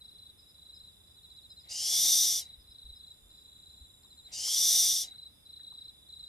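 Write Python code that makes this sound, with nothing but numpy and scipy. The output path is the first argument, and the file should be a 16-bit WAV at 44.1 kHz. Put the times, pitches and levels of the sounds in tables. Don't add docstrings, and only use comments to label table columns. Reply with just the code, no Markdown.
import sys
import numpy as np
from scipy import signal
from scipy.fft import rfft, irfft
from scipy.io import wavfile

SR = 44100
rng = np.random.default_rng(int(sys.argv[2]) if len(sys.argv) > 2 else 0)


def unload_wav(signal):
    wavfile.write(
        sys.argv[1],
        SR,
        np.round(np.clip(np.atleast_2d(signal).T, -1, 1) * 32767).astype(np.int16),
    )


N = 276948
TIME = np.arange(N) / SR

# frequency in Hz, time to decay by 60 dB in seconds.
YARD_T60 = [(300, 0.287), (2500, 0.44), (4000, 0.15), (8000, 0.14), (14000, 0.107)]

ATTACK_S, SWELL_DB, CREST, FADE_DB, STOP_DB_PER_S = 0.023, 19, 0.64, 9, 527
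BEAK_WAIT_S, BEAK_OPEN_S, BEAK_DROOP, BEAK_SHUT_S = 0.017, 0.38, 0.13, 0.048
OVERTONE_DB = -19
STROKE_S, FULL_PACE_PER_S = 0.033, 28
STRETCH = 0.78
WARM_UP_STROKES, UNEVEN_DB = 1.35, 0.94
TRILL_S, TRILL_FADE_S, TRILL_SWELL_DB_PER_S = 1.8, 0.087, 4
EDGE_HZ = 15400


def gain_of(db):
    return 10 ** (np.asarray(db) / 20)


def evened(x):
    return x / np.sqrt(np.mean(x ** 2) + 1e-20)


def read(points, hz):
    f, value = np.transpose(points)
    return np.interp(np.log(hz + 1), np.log(f + 1), value)


def add(mix, s, sound):
    part = mix[max(round(s * SR), 0):][:len(sound)]
    part += sound[:len(part)]


def coloured(x, spectrum):
    hz = np.fft.rfftfreq(N, 1 / SR)
    return irfft(rfft(x) * gain_of(read(spectrum, hz)), N)


def wobble(hz, size=N):
    f = np.fft.rfftfreq(size, 1 / SR)
    spectrum = rfft(rng.standard_normal(size)) / (1 + (f / hz) ** 4)
    return evened(irfft(spectrum, size))


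def placed(x, lag, balance_db):
    delay = np.exp(-2j * np.pi * np.fft.rfftfreq(N, 1 / SR) * lag)
    late = irfft(rfft(x) * delay, N)
    return np.array([late * gain_of(balance_db / 2), x * gain_of(-balance_db / 2)])


def echo(x, t60, gap=.004, size=22050):
    hz, t, z = signal.stft(rng.standard_normal((2, size)), SR, nperseg=256)
    life = read(t60, hz)[:, None]
    decaying = z * gain_of(-60 * t / life) / np.sqrt(life)
    tail = signal.istft(decaying, SR, nperseg=256)[1]
    tail[:, :round(gap * SR)] = 0
    return signal.fftconvolve(x[None], tail / np.linalg.norm(tail[0]), axes=1)[:, :N]


def night(level_db=-66.0, hiss_db=-68.5):
    # frequency in Hz, relative level in dB per Hz.
    rumble_spectrum = [(15, -22.5), (40, -5), (70, 2), (130, -7), (300, -13), (700, -19.5), (2000, -25.5),
                       (3000, -25.5), (4400, -31), (15500, -50)]
    # frequency in Hz, correlation from 0 to 1.
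    likeness = [(60, 0.92), (130, 0.74), (300, 0.45), (640, 0), (15000, 0.0045)]
    # frequency in Hz, relative level in dB per Hz.
    hiss_spectrum = [(3000, -30), (6200, -16), (8500, -5), (10300, 0), (11700, -7), (13000, -6),
                     (15500, -14)]
    a, b = rfft(rng.standard_normal((2, N)))
    same = np.clip(read(likeness, np.fft.rfftfreq(N, 1 / SR)), -1, 1)
    air = irfft(np.array([a, same * a + np.sqrt(1 - same ** 2) * b]), N)
    rumble = evened(coloured(air, rumble_spectrum))
    hiss = evened(coloured(rng.standard_normal((2, N)), hiss_spectrum))
    return gain_of(level_db) * rumble + gain_of(hiss_db) * hiss


def stroke(length, top_hz, sag, edge=0.78):
    u = np.linspace(0, 1, round(length * SR))
    start_hz = top_hz * (1 + 0.0047 * rng.standard_normal())
    turns = np.cumsum(start_hz * (1 - sag * u ** 1.99)) / SR
    swell = signal.windows.tukey(len(u), np.clip(edge, 0, 1)) * (0.61 + .5 * u)
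    overtone = gain_of(OVERTONE_DB) * np.sin(2 * np.pi * 2 * turns)
    return np.sqrt(2) * swell * (np.sin(2 * np.pi * turns) + overtone)


def far_crickets(spread=.05):
    # base pitch in Hz, level in dB, base rate in strokes a second, number of crickets,
    # rms swell in dB.
    choruses = [(3608, -65.5, 29, 7, 1), (3880, -68, 27, 1, 4.5), (5030, -79.5, 22, 5, 3),
                (8200, -83.5, 34, 2, 0)]
    out = np.zeros((2, N))
    for hz, db, rate, count, swell_db in choruses:
        chorus = np.zeros(N)
        for detune in np.linspace(-spread, spread, round(count) + 2)[1:-1]:
            pace = rate * rng.uniform(0.78, 1.4) * (1 + 0.1 * wobble(8))
            beats = np.cumsum(pace) / SR + rng.random()
            starts = np.diff(np.floor(beats), append=np.floor(beats[-1]))
            one_stroke = stroke(0.0256, top_hz=hz * (1.025 + detune), sag=0.077)
            chorus += signal.oaconvolve(starts, one_stroke)[:N]
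        chorus *= gain_of(swell_db * wobble(3.9))
        scattered = echo(chorus, [(3000, 0.066), (8000, 0.016)])
        direct = 0.59 * placed(chorus, lag=0.0002, balance_db=-8.0)
        out += gain_of(db) * evened(scattered + direct)
    return out


def near_crickets(high_length=0.049, grass_db=-10.5, scrape=0.13):
    # middle of the first stroke in
    # seconds, strokes, strokes a second, level in dB, how much softer the first stroke is in dB.
    bouts = [(0.019, 9, 28.5, -51, -0.5), (0.393, 4, 28, -60.5, 2), (0.554, 10, 27.4, -50.5, 6.5),
             (1.044, 3, 31, -58, 8), (1.181, 7, 14.9, -50.5, 5.5), (1.647, 3, 27.5, -51.5, 2),
             (2.425, 4, 26.6, -48.5, -2), (2.648, 14, 27.9, -49, 13.5), (3.15, 2, 29, -61, -0.5),
             (3.313, 16, 28, -54, 0.5), (4.048, 5, 13.9, -49.5, 8.5), (5.044, 7, 26.95, -46.5, -2.5),
             (5.466, 13, 28.3, -45.5, 6.5), (6.099, 6, 28.5, -45, 3)]
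    # middle in seconds, level in dB.
    high_chirps = [(0.4, -61), (0.499, -61), (0.759, -58), (1.512, -59), (1.61, -59), (2.611, -62.5),
                   (2.711, -63), (2.967, -63)]
    low, high = np.zeros((2, N))
    for first, strokes, rate, db, softer_db in bouts:
        length = STROKE_S * (FULL_PACE_PER_S / rate) ** STRETCH
        slow = length / STROKE_S - 1
        for k in range(round(strokes)):
            warm_up_db = -softer_db * np.exp(-k / WARM_UP_STROKES)
            level = gain_of(db + warm_up_db + UNEVEN_DB * rng.standard_normal())
            tone = stroke(length, top_hz=4063 + 50 * slow, sag=0.0937 + .05 * slow)
            add(low, first + k / rate - length / 2, level * tone)
    for s, db in high_chirps:
        add(high, s - high_length / 2, gain_of(db) * stroke(high_length, top_hz=5156, sag=0.069))
    low *= 1 + scrape * wobble(200)
    direct = placed(low, lag=0.000054, balance_db=-0.1) + placed(high, lag=.00001, balance_db=0.5)
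    return direct + gain_of(grass_db) * echo(low + high, [(4000, 0.33), (8000, 0.1)])


def trill(rate_hz=85, width_hz=60, drift_hz=35):
    # start in seconds, level in dB before the fades
    # and the swell, centre pitch in Hz.
    runs = [(0.35, -80.5, 7330), (3.0, -74, 7320), (5.85, -79.5, 7238)]
    beats = np.cumsum(rate_hz * (1 + .01 * wobble(2.9))) / SR
    gate = np.maximum(np.sin(2 * np.pi * beats) + 0.54, 0)
    out = np.zeros(N)
    for start, db, hz in runs:
        age = np.clip(TIME - start, 0, TRILL_S)
        fades = np.clip(np.minimum(age, TRILL_S - age) / TRILL_FADE_S, 0, 1)
        level = fades * gain_of(db + TRILL_SWELL_DB_PER_S * age)
        pitch = hz + drift_hz * wobble(1.0) + width_hz * wobble(470)
        tone = np.sin(2 * np.pi * np.cumsum(pitch) / SR)
        out += level * evened(gate * tone)
    return placed(out, lag=.00001, balance_db=-1.0)


def effort(age, length):
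    u = np.clip(age / length, 0, 1)
    swell_db = SWELL_DB * (1 - u / CREST) ** 2
    fade_db = FADE_DB * ((u - CREST) / (1 - CREST)) ** 2
    arch_db = np.where(u < CREST, swell_db, fade_db)
    stop_db = STOP_DB_PER_S * np.maximum(age - length, 0)
    return np.clip(age / ATTACK_S, 0, 1) * gain_of(-arch_db - stop_db)


def beak_opening(age, length):
    opening = np.sin(np.pi / 2 * np.clip((age - BEAK_WAIT_S) / BEAK_OPEN_S, 0, 1))
    fading = np.clip((age / length - CREST) / (1 - CREST), 0, 1)
    shutting = np.maximum(age - length, 0) / BEAK_SHUT_S
    return np.clip(opening - BEAK_DROOP * fading ** 2 - shutting, 0, 1)


def screech(start, length, peak_db, rasp=0.029, rasp_hz=330, size=512):
    # frequency in Hz with the beak nearly shut, frequency in Hz wide
    # open, width in Hz, relative level in dB nearly shut, relative level in dB wide open.
    resonances = [(2710, 3628, 368, 0, 2), (3850, 4200, 480, -7, -7), (4690, 5140, 910, 1, 0),
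                  (4900, 5834, 530, 8.5, 5.5), (5870, 6350, 960, 4, -6.5), (7100, 7660, 2100, -1, -11),
                  (9100, 9250, 3130, -8.5, -6), (10100, 12020, 940, -16, -7.5),
                  (12600, 12970, 530, -20, -11.5)]
    # frequency in Hz, gain in dB.
    hole_colour = [(2500, -4), (2900, 1), (3300, -1), (3530, 1), (4000, -2), (4950, .5), (5400, -1),
                   (5750, 1.5), (7700, 1), (7950, -5), (8600, 1), (9700, 2), (10300, -5), (10700, 1),
                   (11100, -3), (11600, 2), (14200, 0), (15000, -16)]
    overlap = size * 3 // 4
    air = rng.standard_normal(N) * np.exp(rasp * wobble(rasp_hz))
    hz, t, z = signal.stft(air, SR, nperseg=size, noverlap=overlap)
    hz, beak, power = hz[:, None], beak_opening(t - start, length), 0
    for shut_hz, open_hz, width, shut_db, open_db in resonances:
        centre = shut_hz + beak * (open_hz - shut_hz)
        db = shut_db + beak * (open_db - shut_db)
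        power = power + gain_of(db) ** 2 / (1 + (2 * (hz - centre) / width) ** 2) ** 2
    low_cut = 1 + (2500 / (hz + 1)) ** 12
    throat = np.sqrt(power / low_cut) * gain_of(read(hole_colour, hz))
    shaped = z * throat / np.linalg.norm(throat, axis=0)
    hiss = signal.istft(shaped, SR, nperseg=size, noverlap=overlap)[1][:N]
    return evened(hiss) * gain_of(peak_db) * effort(TIME - start, length)


def hollow_wash(start, length, follow=0.73, lead=0.061, linger=0.041, flicker_db=1.6, balance_db=1.0):
    # frequency in Hz, relative level in dB per Hz.
    wash_spectrum = [(30, -10), (100, -3.5), (400, -6.5), (780, -1.5), (950, -9.5), (1200, -20.5),
                     (1700, -11.5), (1950, -2.5), (2200, 0.5), (2600, -10), (3500, -2.5), (6000, -18)]
    flow = effort(TIME - start + lead, length) ** follow
    keep = np.exp(-1 / (linger * SR))
    stored = np.sqrt(signal.lfilter([1 - keep], [1, -keep], flow ** 2))
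    sides = gain_of([[balance_db / 2], [-balance_db / 2]])
    rush = evened(coloured(rng.standard_normal((2, N)), wash_spectrum))
    return sides * stored * gain_of(flicker_db * wobble(20)) * rush


def owl(walls_db=-8, yard_db=-22, hollow_db=-49):
    # start in seconds, length in seconds, level at full effort in dB.
    screeches = [(1.685, 0.71, -25), (4.314, 0.71, -25.0)]
    # delay in seconds, amplitude gain left, gain right.
    boards = [(.00254, -0.15, -0.034), (.00467, -0.23, -0.41), (.00497, -0.13, -0.12), (.00768, 0.43, 0.17),
              (.00883, -.13, -.05), (.01005, 0.18, 0.18), (.0203, 0.013, 0.1)]
    hiss = sum(screech(*row) for row in screeches)
    out = placed(hiss, lag=-0.000013, balance_db=0.66)
    for delay, *gains in boards:
        for ear, gain in zip(out, gains):
            add(ear, delay, gain * hiss)
    treble = coloured(hiss, [(3000, -12), (5800, -5.0), (8000, 2.5), (12000, 4.0)])
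    out += gain_of(walls_db) * echo(treble, [(3000, 0.066), (12000, 0.11)])
    out += gain_of(yard_db) * echo(hiss, YARD_T60)
    wash = sum(hollow_wash(start, length) for start, length, _ in screeches)
    return out + gain_of(hollow_db) * wash


def box_knocks(thump_hz=48, tick_t60=0.065, tick_width_hz=260):
    # start in seconds, level in dB, length in seconds.
    thump_rows = [(2.568, -58, 0.071), (2.678, -61, 0.075), (2.836, -51.5, 0.076), (2.877, -52, 0.076),
                  (3.2, -63, 0.16), (3.801, -52, 0.054)]
    # start in seconds, level in dB before the decay, centre pitch in Hz.
    tick_rows = [(4.044, -66, 1060), (4.476, -54.5, 1150), (5.132, -61, 1464), (5.596, -61, 1690),
                 (5.723, -59, 1033)]
    thumps, ticks = np.zeros((2, N))
    for s, db, length in thump_rows:
        u = np.linspace(0, 1, round(length * SR))
        turns = np.cumsum(thump_hz * (1 + 0.27 * wobble(60, size=len(u)))) / SR
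        push = np.sin(np.pi * np.sqrt(u)) * signal.windows.tukey(len(u), .5)
        add(thumps, s, gain_of(db) * np.sqrt(2) * push * np.sin(2 * np.pi * turns))
    t = TIME[:4096]
    for s, db, hz in tick_rows:
        ring = wobble(tick_width_hz, size=len(t)) * np.sin(2 * np.pi * hz * t)
        add(ticks, s, gain_of(db - 60 * t / tick_t60) * np.minimum(t / 0.0014, 1) * ring)
    return thumps + ticks + gain_of(-8) * echo(ticks, YARD_T60)


def scene():
    return night() + far_crickets() + near_crickets() + trill() + owl() + box_knocks()


def record(dry):
    low_pass = signal.firwin(511, EDGE_HZ, window=("kaiser", 9), fs=SR)
    return signal.oaconvolve(dry, low_pass[None], "same")


dry = scene()
out = record(dry)
unload_wav(out)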